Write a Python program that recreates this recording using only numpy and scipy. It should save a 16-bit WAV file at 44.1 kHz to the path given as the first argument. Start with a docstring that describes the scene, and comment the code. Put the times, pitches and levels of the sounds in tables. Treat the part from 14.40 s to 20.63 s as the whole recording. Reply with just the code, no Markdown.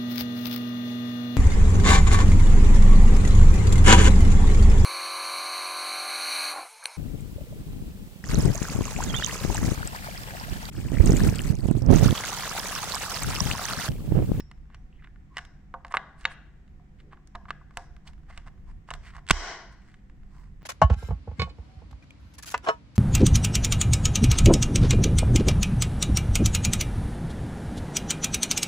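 """A battery is tried in the compartment of a plastic handheld device, close to a camera on a desk in a small room.
Over faint ventilation, hum and hand rumble it taps and slides on the case, as struck modes and filtered noise,
and narrow bands of noise swell briefly. Shortly before 5 s a thumb pushes it along the spring in quick, growing
slips, and it seats with one sharp snap, which shakes the desk and ducks the camera's limiter, so the room's ring
seems to hang on after it. A few faint rubs and ticks of the hands follow while the rumble swells again."""
import sys
import numpy as np
from scipy import signal
from scipy.fft import rfft, irfft
from scipy.io import wavfile
from scipy.ndimage import uniform_filter1d, minimum_filter1d

SR = 44100
rng = np.random.default_rng(int(sys.argv[2]) if len(sys.argv) > 2 else 0)


def inscribe(sig):
    """Save sig as 16-bit PCM at rate SR to the path in sys.argv[1].

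    A 1-D sig is mono; a 2-D sig holds one channel per row.
    Samples are clipped to [-1, 1] before scaling.
    """
    pcm = np.round(np.clip(np.atleast_2d(sig).T, -1, 1) * 32767)
    wavfile.write(sys.argv[1], SR, pcm.astype(np.int16))


N = 274743
TIME = np.arange(N) / SR

# Walls of the plastic case. Each row: mode in Hz, energy in dB, t60 in seconds.
CASE_MODES = [(362.7, -7, .012), (540, -13, .031), (700, 1, 0.14), (758, -4, 0.22), (866, -6, 0.011),
              (1018, -1.5, .025), (1105, 0.5, 0.03), (1210, -2.5, .035), (1350, -6, 0.02),
              (1505, -1.5, 0.023), (1670, -2.5, 0.026), (1765, -3, .02), (2054, -0.5, 0.018),
              (2245, -5, .02), (2615, -5, 0.02), (2854, 0, 0.02), (3130, -3, 0.013), (3580, -1.5, 0.015),
              (3882, -3, 0.022), (4243, -2, 0.023)]


def undb(db):
    """Decibels to gain."""
    return 10 ** (np.asarray(db) / 20)


def unit(x):
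    """Scale to rms 1."""
    return x / np.sqrt(np.mean(x ** 2))


def strong(y):
    """Scale to the energy of 10 ms at rms 1."""
    return y * np.sqrt(SR / 100 / np.sum(y ** 2))


def add(track, s, sound):
    """Mix a sound into a track at time s."""
    i = int(s * SR)
    track[..., max(i, 0):i + sound.shape[-1]] += sound[..., max(-i, 0):N - i]


def colour(x, points):
    """Filter by (Hz, dB) points, joined by straight lines over log frequency."""
    hz, db = np.transpose(points)
    f = np.maximum(np.fft.rfftfreq(x.shape[-1], 1 / SR), 1)
    gain = undb(np.interp(np.log(f), np.log(hz), db))
    return irfft(rfft(x) * gain, x.shape[-1])


def fade(t, t60):
    """Exponential decay by 60 dB in t60 seconds."""
    return np.exp(-np.log(1000) * t / t60)


def bell(t, length):
    """A level that swells and dies around the middle of t."""
    return np.exp(-2 * ((t - t.mean()) / length) ** 2)


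def ring(modes, weights, scatter_db, detune, in_step=.4, size=6144):
    """Struck modes; each contact point shifts their shares and pitches and flips a few."""
    hz, db, t60 = np.transpose(modes)[:, :, None]
    t = np.arange(size) / SR
    share, shift, side = rng.standard_normal((3, len(modes), 1))
    polarity = np.sign(side + in_step)
    gain = weights * undb(db + scatter_db * share) * polarity / np.sqrt(t60)
    tones = np.sin(2 * np.pi * hz * (1 + detune * shift) * t)
    return strong(np.sum(gain * fade(t, t60) * tones, axis=0))


def outline(x, modes, weights):
    """Colour x with the smooth outline of a set of modes, without the notches between them."""
    hz, db, _ = np.transpose(modes)
    db = db + 20 * np.log10(np.ravel(weights))
    below = (hz[0] / 2, db[0] - 22.5)
    above = [(hz[-1] * 1.3, db[-1] - 20.0), (hz[-1] * 3, db[-1] - 45.0)]
    return strong(colour(x, [below, *zip(hz, db), *above]))


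def reach(centre_hz, spread):
    """Share of each case mode in a contact: soft ones reach the low modes, hard ones the high."""
    octaves = np.log2(np.array(CASE_MODES)[:, :1] / centre_hz)
    return (1 + octaves ** 2 / (3.1 * spread ** 2)) ** -1.5


def effort(ease_s=0.18):
    """Rise of the rumble in dB, easing in and out of each movement of the hands."""
    # The hands move or press. Each row: start in seconds, end in seconds, rise of the rumble in dB.
    moves = [(0, .9, 3), (3.69, 4.9, 5), (5.599, 6.3, 4.5)]
    held = sum(db * ((TIME >= start) & (TIME < end)) for start, end, db in moves)
    return uniform_filter1d(1. * held, int(ease_s * SR))


def background(air_db=-73, wander_db=1.8, rest_db=-51.5, grip_db=-57, grip_growth=1.4):
    """Faint ventilation with a wavering hum, and the rumble of hands holding the case on the desk."""
    # Ventilation before its bass is trimmed. 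Each row: frequency in Hz, density in dB per Hz.
    air_shape = [(12, -29.5), (20, -1.5), (140, -9.5), (171, -12), (202, -16), (393, -28), (452, -36),
                 (565, -39), (725, -35.5), (932, -38.5), (1670, -40.5), (1820, -37), (2400, -44.5),
                 (4200, -54.5), (7730, -56), (10500, -77), (15500, -98)]
    # Steady lines of the hum. Each row: frequency in Hz, rms level in dB.
    hum_lines = [(147, -62.5), (197, -65.5), (506, -83), (743, -83)]
    # Colour of the hand rumble. Each row: frequency in Hz, gain in dB.
    rumble_shape = [(15, -4.5), (30, 0), (62, 0), (85, -10), (150, -14), (230, -29), (400, -39),
                    (1000, -72)]
    mid, side = rng.standard_normal((2, N))
    side = colour(side, [(100, -15.5), (600, -1.0), (2500, 0)]) * np.array([[1], [-1]])
    air = colour(colour(mid + side, air_shape), [(90, -15.5), (220, -4.0)])
    # the level counts only what lies above 400 Hz
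    air *= undb(air_db) / np.std(colour(air.mean(axis=0), [(350, -80), (400, 0)]))
    hum = 0
    for hz, db in hum_lines:
        waver = unit(colour(rng.standard_normal(N), [(4, -2.0), (12, -9.0), (60, -62.5)]))
        hum = hum + undb(db) * unit((1 + .5 * waver) * np.sin(2 * np.pi * hz * TIME))
    # the rumble also swells and sinks by chance
    wander = unit(colour(rng.standard_normal(N), [(4, 1), (8, -11), (30, -71)]))
    rise = effort() + wander_db * wander
    shared = undb(rest_db + rise) * unit(colour(rng.standard_normal(N), rumble_shape))
    # the gripping hand is on the right and grows faster with effort
    grip = undb(grip_db + grip_growth * rise) * unit(colour(rng.standard_normal(N), rumble_shape))
    return air + hum + np.array([shared, shared + grip])


def room(x, build_s=0.0055, left_db=1, right_db=-1):
    """Diffuse echoes, dying sooner in the high treble; long waves reach both ports alike."""
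    # Echo bands, before the balance of the ports. Each row: centre in Hz, echo level in dB, t60 in seconds.
    echo_bands = [(150, -9.5, .5), (342, -2.5, 0.68), (654, -8, 0.64), (940, -12.5, .66),
                  (1190, -17.5, .62), (1630, -13, .69), (2040, -16.5, .64), (2400, -20, .6),
                  (3740, -19, 0.57), (4500, -26, 0.69), (5030, -13, .55), (5800, -8.5, .55),
                  (6600, -18, .48), (7500, -19, 0.44), (9000, -29, 0.35), (14970, -30.5, 0.34)]
    hz, db, t60 = np.transpose(echo_bands)
    t, f = np.arange(SR) / SR, np.maximum(np.fft.rfftfreq(SR, 1 / SR), 1)
    mid, side = rfft(rng.standard_normal((2, SR)))
    alike = np.sinc(f / 4500)
    opposite = np.array([[1], [-1]]) * side * np.sqrt(1 - alike)
    field = (mid * np.sqrt(1 + alike) + opposite) / np.sqrt(2)
    echo = 0
    for k, band in enumerate(np.eye(len(hz))):
        shape = fade(t, t60[k]) * (1 - np.exp(-(t / build_s) ** 2))
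        noise = irfft(field * np.interp(np.log(f), np.log(hz), band), SR)
        echo = echo + noise * undb(db[k]) * shape / np.linalg.norm(shape)
    wet = signal.fftconvolve(x[None], echo, axes=1)[:, :N]
    return wet * undb([[left_db], [right_db]])


def desk(snap_s=4.9095, sway_left_db=-4.0, jolt_s=4.9135, jolt_hz=135, jolt_db=11, jolt_width_s=.0036,
         left_share=0.06, seat_hz=420, seat_db=2, seat_t60=0.012):
    """Pushes rock the desk; the snap also jolts the camera with one short thud, mostly on the right."""
    # Modes of the desk. Each row: frequency in Hz, level in dB, t60 in seconds.
    desk_modes = [(31.04, -3, 0.24), (64.5, -4.5, 0.18), (100.2, -8, 0.07)]
    # Knocks passed through the hand into the desk. Each row: start in seconds, gain of the sway in dB.
    pushes = [(.02, -40), (2.951, -35), (3.377, -34), (3.69, -41.5), (3.979, -34), (4.07, -38),
              (4.512, -38), (4.545, -35.5), (4.91, 3.5), (5.698, -39)]
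    out, t = np.zeros((2, N)), np.arange(SR // 2) / SR
    sway = sum(undb(db) * fade(t, t60) * np.sin(2 * np.pi * hz * t) for hz, db, t60 in desk_modes)
    for s, db in pushes:
        add(out, s, -undb(db) * sway)
    # the battery's whole mass hits the bottom of its bay with a low knock
    add(out, snap_s, undb(seat_db) * fade(t, seat_t60) * np.sin(2 * np.pi * seat_hz * t))
    since = TIME - jolt_s
    jolt = np.exp(-(since / jolt_width_s) ** 2) * np.cos(2 * np.pi * jolt_hz * since)
    return out * undb([[sway_left_db], [0]]) + undb(jolt_db) * jolt * np.array([[left_share], [1]])


def narrow_bands():
    """Narrow bands of noise, each swelling and dying around its middle."""
    # Each row: middle in seconds, length in seconds, centre in Hz, width in Hz, level in dB.
    noise_bands = [(0.529, 0.003, 2800, 500, -61.5), (.56, 0.042, 2900, 900, -75),
                   (.6, 0.022, 2020, 600, -64.5), (.945, 0.05, 1060, 127, -62.5),
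                   (1.514, 0.014, 8500, 1800, -63), (1.56, .02, 8500, 1600, -56),
                   (1.795, 0.018, 8400, 1197, -65.5), (1.92, 0.0224, 8740, 1585, -59.5),
                   (2.68, 0.11, 390, 220, -64.5), (4.294, .03, 950, 450, -63),
                   (4.902, 0.016, 7940, 121, -40.5), (5.98, 0.084, 1050, 300, -65.5),
                   (6.0, 0.057, 12500, 4000, -78)]
    out, t = np.zeros(N), np.arange(SR // 3) / SR
    f = np.fft.rfftfreq(len(t), 1 / SR)
    for s, length, hz, width_hz, db in noise_bands:
        swell = bell(t, length)
        band_gain = 1 / (1 + (2 * (f - hz) / width_hz) ** 2)
        noise = irfft(rfft(rng.standard_normal(len(t))) * band_gain, len(t))
        add(out, s - t.mean(), undb(db) * unit(swell * noise) * np.sqrt(np.mean(swell ** 2)))
    return out


def rubs(slips_per_s=1700, uneven_db=2.8, grain_db=3.0, spread=0.61, hiss_left_db=-2, hiss_right_db=2):
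    """Uneven tiny slips ring the case while the skin hisses; each stroke swells and dies."""
    # Battery and fingers sliding on the case. Each row: middle in seconds, length in seconds,
    # scrape level in dB, centre of colour in Hz, hiss level in dB before the balance of the ports.
    strokes = [(0.341, 0.043, -64, 1690, -87), (0.645, 0.0067, -50.5, 2100, -77),
               (0.65, 0.04, -60.5, 1700, -92), (0.993, 0.061, -57, 1780, -70),
               (1.517, 0.012, -44, 1150, -72), (1.557, 0.025, -44, 1100, -71),
               (1.82, 0.048, -57.5, 1470, -68), (1.922, 0.033, -50, 1700, -67),
               (2.601, 0.021, -64, 2080, -76.5), (2.731, 0.02, -53.5, 1200, -78),
               (2.955, 0.009, -44, 900, -68.5), (3.095, 0.011, -50.5, 1490, -68),
               (3.404, 0.081, -61, 970, -71), (3.677, 0.012, -51, 3010, -57), (3.684, 0.036, -58, 900, -68),
               (3.903, 0.016, -52.5, 1050, -68), (3.961, 0.091, -59.5, 1500, -73),
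               (4.076, 0.02, -54, 950, -70), (4.295, 0.039, -65, 1344, -75.5),
               (4.49, 0.018, -56.5, 1296, -68), (4.547, 0.022, -51.5, 895, -64),
               (4.67, 0.055, -52.5, 1800, -64), (4.761, 0.046, -52.5, 1200, -69.5),
               (5.49, 0.13, -67, 1795, -77), (5.326, 0.021, -67, 1500, -70),
               (5.987, 0.12, -66.5, 1196, -74.5)]
    # Colour of skin and label friction. Each row: frequency in Hz, gain in dB.
    skin_shape = [(1500, -23), (3000, -9.5), (4500, 5), (6500, -1), (8300, 1.5), (10000, -12.5),
                  (13000, -22.5), (16000, -15)]
    out = np.zeros((2, N))
    t = np.arange(SR // 3) / SR
    for s, length, scrape_db, centre_hz, hiss_db in strokes:
        stroke = bell(t, length)
        pressure = undb(uneven_db * unit(colour(rng.standard_normal(len(t)), [(60, 1), (250, -40)])))
        size = pressure * undb(grain_db * np.minimum(rng.exponential(size=len(t)), 3.5))
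        lets_go = rng.random(len(t)) < slips_per_s / SR
        slips = lets_go * size * np.sign(rng.standard_normal((2, len(t))))
        # the contact point wanders, so the slips take the broad colour of the case
        body = outline(slips[0], CASE_MODES, reach(centre_hz, spread))
        body = colour(body, [(2300, 0.5), (4000, -7.0)])
        skin = colour(unit(slips) + rng.standard_normal(slips.shape), skin_shape)
        hiss = undb(hiss_db) * unit(stroke * skin) * undb([[hiss_left_db], [hiss_right_db]])
        scrape = undb(scrape_db) * unit(stroke * body)
        add(out, s - t.mean(), (scrape + hiss) * np.sqrt(np.mean(stroke ** 2)))
    return out


def knocks():
    """The hollow of the case rings on after the battery lands squarely."""
    # Hollow inside of the case. Each row: mode in Hz, energy in dB, t60 in seconds.
    hollow_modes = [(527.7, -7.5, .13), (700, -5, .18), (777, -6, .2), (926, -1.5, .13), (1055, -10, 0.17),
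                    (1170, -5.5, .07), (1380, -9, 0.056), (1500, -13, .12)]
    # Square landings. Each row: start in seconds, level in dB over 10 ms.
    landings = [(1.341, -36.5), (1.449, -48), (1.541, -41), (1.853, -37.5), (2.954, -51), (3.372, -39.5),
                (3.977, -57)]
    out = np.zeros(N)
    for s, db in landings:
        add(out, s, undb(db) * ring(hollow_modes, 1, scatter_db=0.6, detune=.002, size=11025))
    return out


def pings(split_hz=45):
    """The struck spot of battery, spring or bay rings as a close pair of modes that beat."""
    # Each row: start in seconds, pitch in Hz, level of the stronger mode in dB, t60 in seconds.
    struck_spots = [(.003, 5410, -50, .12), (.003, 1840, -42.5, .02), (.1137, 2020, -43.5, .02),
                    (0.346, 5700, -64, 0.063), (0.9695, 1896, -29, 0.031), (0.9698, 2870, -32, 0.038),
                    (0.9694, 5200, -44.5, 0.048), (1.57, 1180, -26.5, 0.028), (1.57, 3860, -32.5, .028),
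                    (1.853, 3200, -34.5, .016), (1.854, 3780, -31, 0.043), (1.853, 4400, -37, 0.045),
                    (1.853, 6680, -49, .08), (2.9542, 3940, -43, 0.011), (3.106, 1170, -27, 0.028),
                    (3.1057, 2630, -32.5, .011), (3.3718, 2540, -36.5, .011), (3.3716, 10140, -35, 0.0058),
                    (4.5047, 2920, -33, 0.011)]
    out, t = np.zeros(N), np.arange(SR // 2) / SR
    for s, hz, db, t60 in struck_spots:
        pair = np.sin(2 * np.pi * hz * t) + 0.47 * np.sin(2 * np.pi * (hz + split_hz) * t)
        add(out, s, undb(db) * fade(t, t60) * pair)
    return out


def contacts(held_t60_s=0.97, pressed_t60_s=0.02, faint_per_s=2.4, faint_db=-69.5, faint_range_db=2,
             faint_hz=1405, faint_tick_db=-15):
    """Every touch of the battery: single clicks, the snap with the slips before it, and faint ticks at random."""
    # Battery against case. 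Each row: start in seconds, level in dB, centre of colour in Hz,
    # metal tick in dB relative to that level.
    taps = [(0.0033, -48, 2600, -7), (0.1137, -51, 1520, -10.5), (0.3015, -60, 1320, -32),
            (0.3457, -51, 1650, -12), (0.623, -59, 1550, -40), (0.6732, -57, 1770, -43),
            (0.76, -62, 1540, -48), (0.9695, -35, 1640, -13), (0.9819, -37, 1710, -10),
            (0.9882, -36, 1630, -20), (1.0508, -53, 1860, -6.5), (1.34, -38.5, 1120, -34.5),
            (1.345, -43.5, 1150, -54), (1.4485, -40, 1330, -22), (1.467, -59.5, 1700, -7),
            (1.481, -56.5, 1460, -10), (1.5225, -43, 1308, -11), (1.5406, -23, 1100, -33),
            (1.5484, -26.5, 1170, -33), (1.57, -23.5, 1840, -26), (1.81, -60, 2200, 0.5),
            (1.843, -52, 2600, -18), (1.853, -20, 2050, -27), (2.278, -69, 2296, -12),
            (2.397, -61, 718, -25.5), (2.602, -60.5, 2300, -17.5), (2.731, -50.5, 1150, -32),
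            (2.772, -58.5, 1260, -37), (2.8732, -67, 2710, 8.5), (2.9512, -43, 1200, -21.5),
            (2.9543, -39, 1080, -21), (3.0548, -49, 1100, -37), (3.084, -50, 1200, -25),
            (3.1057, -34.5, 1810, -19), (3.213, -56.5, 1090, -44.5), (3.3088, -57, 1122, -19),
            (3.3718, -34, 1410, -8), (3.5651, -58.5, 1524, -10.5), (3.733, -63.5, 1690, -10),
            (3.902, -52, 1200, -25), (3.909, -56, 1394, -16), (3.9757, -43.5, 2100, -10.5),
            (4.074, -53, 1200, -16.5), (4.0815, -51.5, 1307, -18.5), (4.489, -46.5, 1240, -33),
            (4.5054, -40, 1540, -7), (4.5122, -35.5, 1260, -21), (4.5379, -40.5, 1900, -7.5),
            (4.749, -54, 1242, -16), (4.7656, -48, 1310, -12.5), (4.7823, -48.5, 1200, -26),
            (5.542, -57, 1840, -15), (5.6983, -63, 1703, -14), (5.8324, -65, 1522, -15.5),
            (6.22, -60.5, 1609, -12)]
    # It slips over the contact in steps, each louder than the one before.
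    # Each row: start in seconds, level in dB, centre of colour in Hz, metal tick in relative dB.
    slip_steps = [(4.867, -54.5, 2200, -7.5), (4.8775, -50.5, 2197, -8), (4.8882, -36.5, 2780, -8.5),
                  (4.899, -28, 2700, -9.5), (4.9068, -18.5, 1406, -13)]
    snap = (4.9095, 2.5, 2250, -6)  # the battery seats; columns as above
    # the grip shifts
    faint = [(N / SR * when, faint_db + faint_range_db * (2 * size - 1), faint_hz, faint_tick_db)
             for when, size in rng.random((int(faint_per_s * N / SR), 2))]
    # the thumb pressing the battery home damps the walls far more than a light hold
    pressed = [(*row, pressed_t60_s) for row in [*slip_steps, snap]]
    return pressed + [(*row, held_t60_s) for row in [*taps, *faint]]


def clicks(tick_left_db=-1.5, tick_right_db=3.0, case_db=-1, crack_db=-10, crack_t60=0.028, smooth_db=-2.5,
           ringing_db=-4, contact_s=0.00054, even_tick_db=-10, tilt_db=13, spread_oct=0.9, doubling_db=22.5):
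    """Each contact rings the walls of the case and ticks the metal: (straight path, sound sent into the room)."""
    # Metal cap and spring contact. Each row: mode in Hz, energy in dB, t60 in seconds.
    metal_modes = [(4800, 0.5, 0.01), (5312, -2.5, 0.013), (6300, -4, 0.021), (6800, -0.5, 0.0054),
                   (7430, 0, 0.011), (7797, -1, 0.0072), (8780, -6.5, 0.015), (9820, -7.5, 0.0081),
                   (11300, -12.5, 0.0065), (12630, -22, .005), (14700, -23.5, .005)]
    case, tick, spread_out = np.zeros(N), np.zeros((2, N)), np.zeros(N)
    t = np.arange(6144) / SR
    press = 1 - np.exp(-(t / contact_s) ** 2)  # the force takes a moment to build
    impulse = signal.unit_impulse(len(t), "mid")
    for s, db, centre_hz, tick_db, hand_t60 in contacts():
        # a harder contact ticks more and spreads wider
        weights = reach(centre_hz, spread_oct * 2 ** (tick_db / doubling_db))
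        walls = ring(CASE_MODES, weights, scatter_db=2.0, detune=0.0033) * fade(t, hand_t60)
        walls = undb(case_db) * strong(walls)
        # countless small modes fill the gaps between the strong ones
        crack = outline(rng.standard_normal(len(t)), CASE_MODES, weights) * fade(t, crack_t60)
        crack = undb(crack_db) * strong(crack)
        # a weak tick is also a dull one
        tilt = min((tick_db - even_tick_db) / tilt_db, .5)
        shine = (np.array(metal_modes)[:, :1] / 6500) ** tilt
        metal = np.array([ring(metal_modes, shine, scatter_db=0.5, detune=0.034) for _ in range(2)])
        # a soft contact lasts longer and gives no treble; the small case radiates little bass
        contact = [(centre_hz / 6.5, -20), (centre_hz / 2.3, 0), (3.5 * centre_hz, 0),
                   (6 * centre_hz, -13), (8 * centre_hz, -28)]
        body = np.concatenate([np.zeros(len(t)), walls + crack])  # silence, then the blow
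        add(case, s - len(t) / SR, undb(db) * colour(body, contact))
        add(tick, s, undb(db + tick_db) * press * metal)
        # summed over all directions the colour is smooth and broader
        smooth_case = undb(smooth_db) * outline(impulse, CASE_MODES, weights ** 0.74)
        smooth_tick = undb(tick_db) * outline(impulse, metal_modes, np.ones(len(metal_modes)))
        add(spread_out, s - t.mean(), undb(db) * (smooth_case + smooth_tick))
    # the short waves of the tick favour the right-hand port
    straight = case + tick * undb([[tick_left_db], [tick_right_db]])
    return straight, spread_out + undb(ringing_db) * case


def scene(left_db=0.0, right_db=1.3, hollow_room_db=-7):
    """The device is a little to the right: the left port hears it two samples later and softer."""
    struck, spread_out = clicks()
    swells = narrow_bands() + rubs()
    hollow, spots = knocks(), pings()
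    near = struck + swells + hollow + spots
    direct = np.array([np.roll(near[0], 2) * undb(left_db), near[1] * undb(right_db)])
    carried = colour(spots, [(3900, -8), (5400, 3)])  # the high rings of the free battery carry furthest
    into_room = spread_out + swells.mean(axis=0) + undb(hollow_room_db) * hollow + carried
    return direct + room(into_room) + desk() + background()


def record(dry, ceiling_db=1.4, release_db_per_s=84, deepen=0.37, settle_s=0.0076, top_hz=15800):
    """A look-ahead limiter drops at once on the snap, sinks further as it settles and recovers; the top is cut."""
    over = np.maximum(20 * np.log10(np.abs(dry).max(axis=0) + 1e-9) - ceiling_db, 0)
    over = -minimum_filter1d(-over, size=65)  # widen each peak so the drop comes ahead of it
    recovery = release_db_per_s * TIME
    duck = uniform_filter1d(np.maximum.accumulate(over + recovery) - recovery, size=65)
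    keep = np.exp(-1 / (settle_s * SR))
    duck = duck + deepen * signal.lfilter([1 - keep], [1, -keep], duck)
    top_cut = signal.ellip(10, .2, 80, top_hz, fs=SR, output="sos")
    return signal.sosfilt(top_cut, dry * undb(-duck))


dry = scene()
out = record(dry)
inscribe(out)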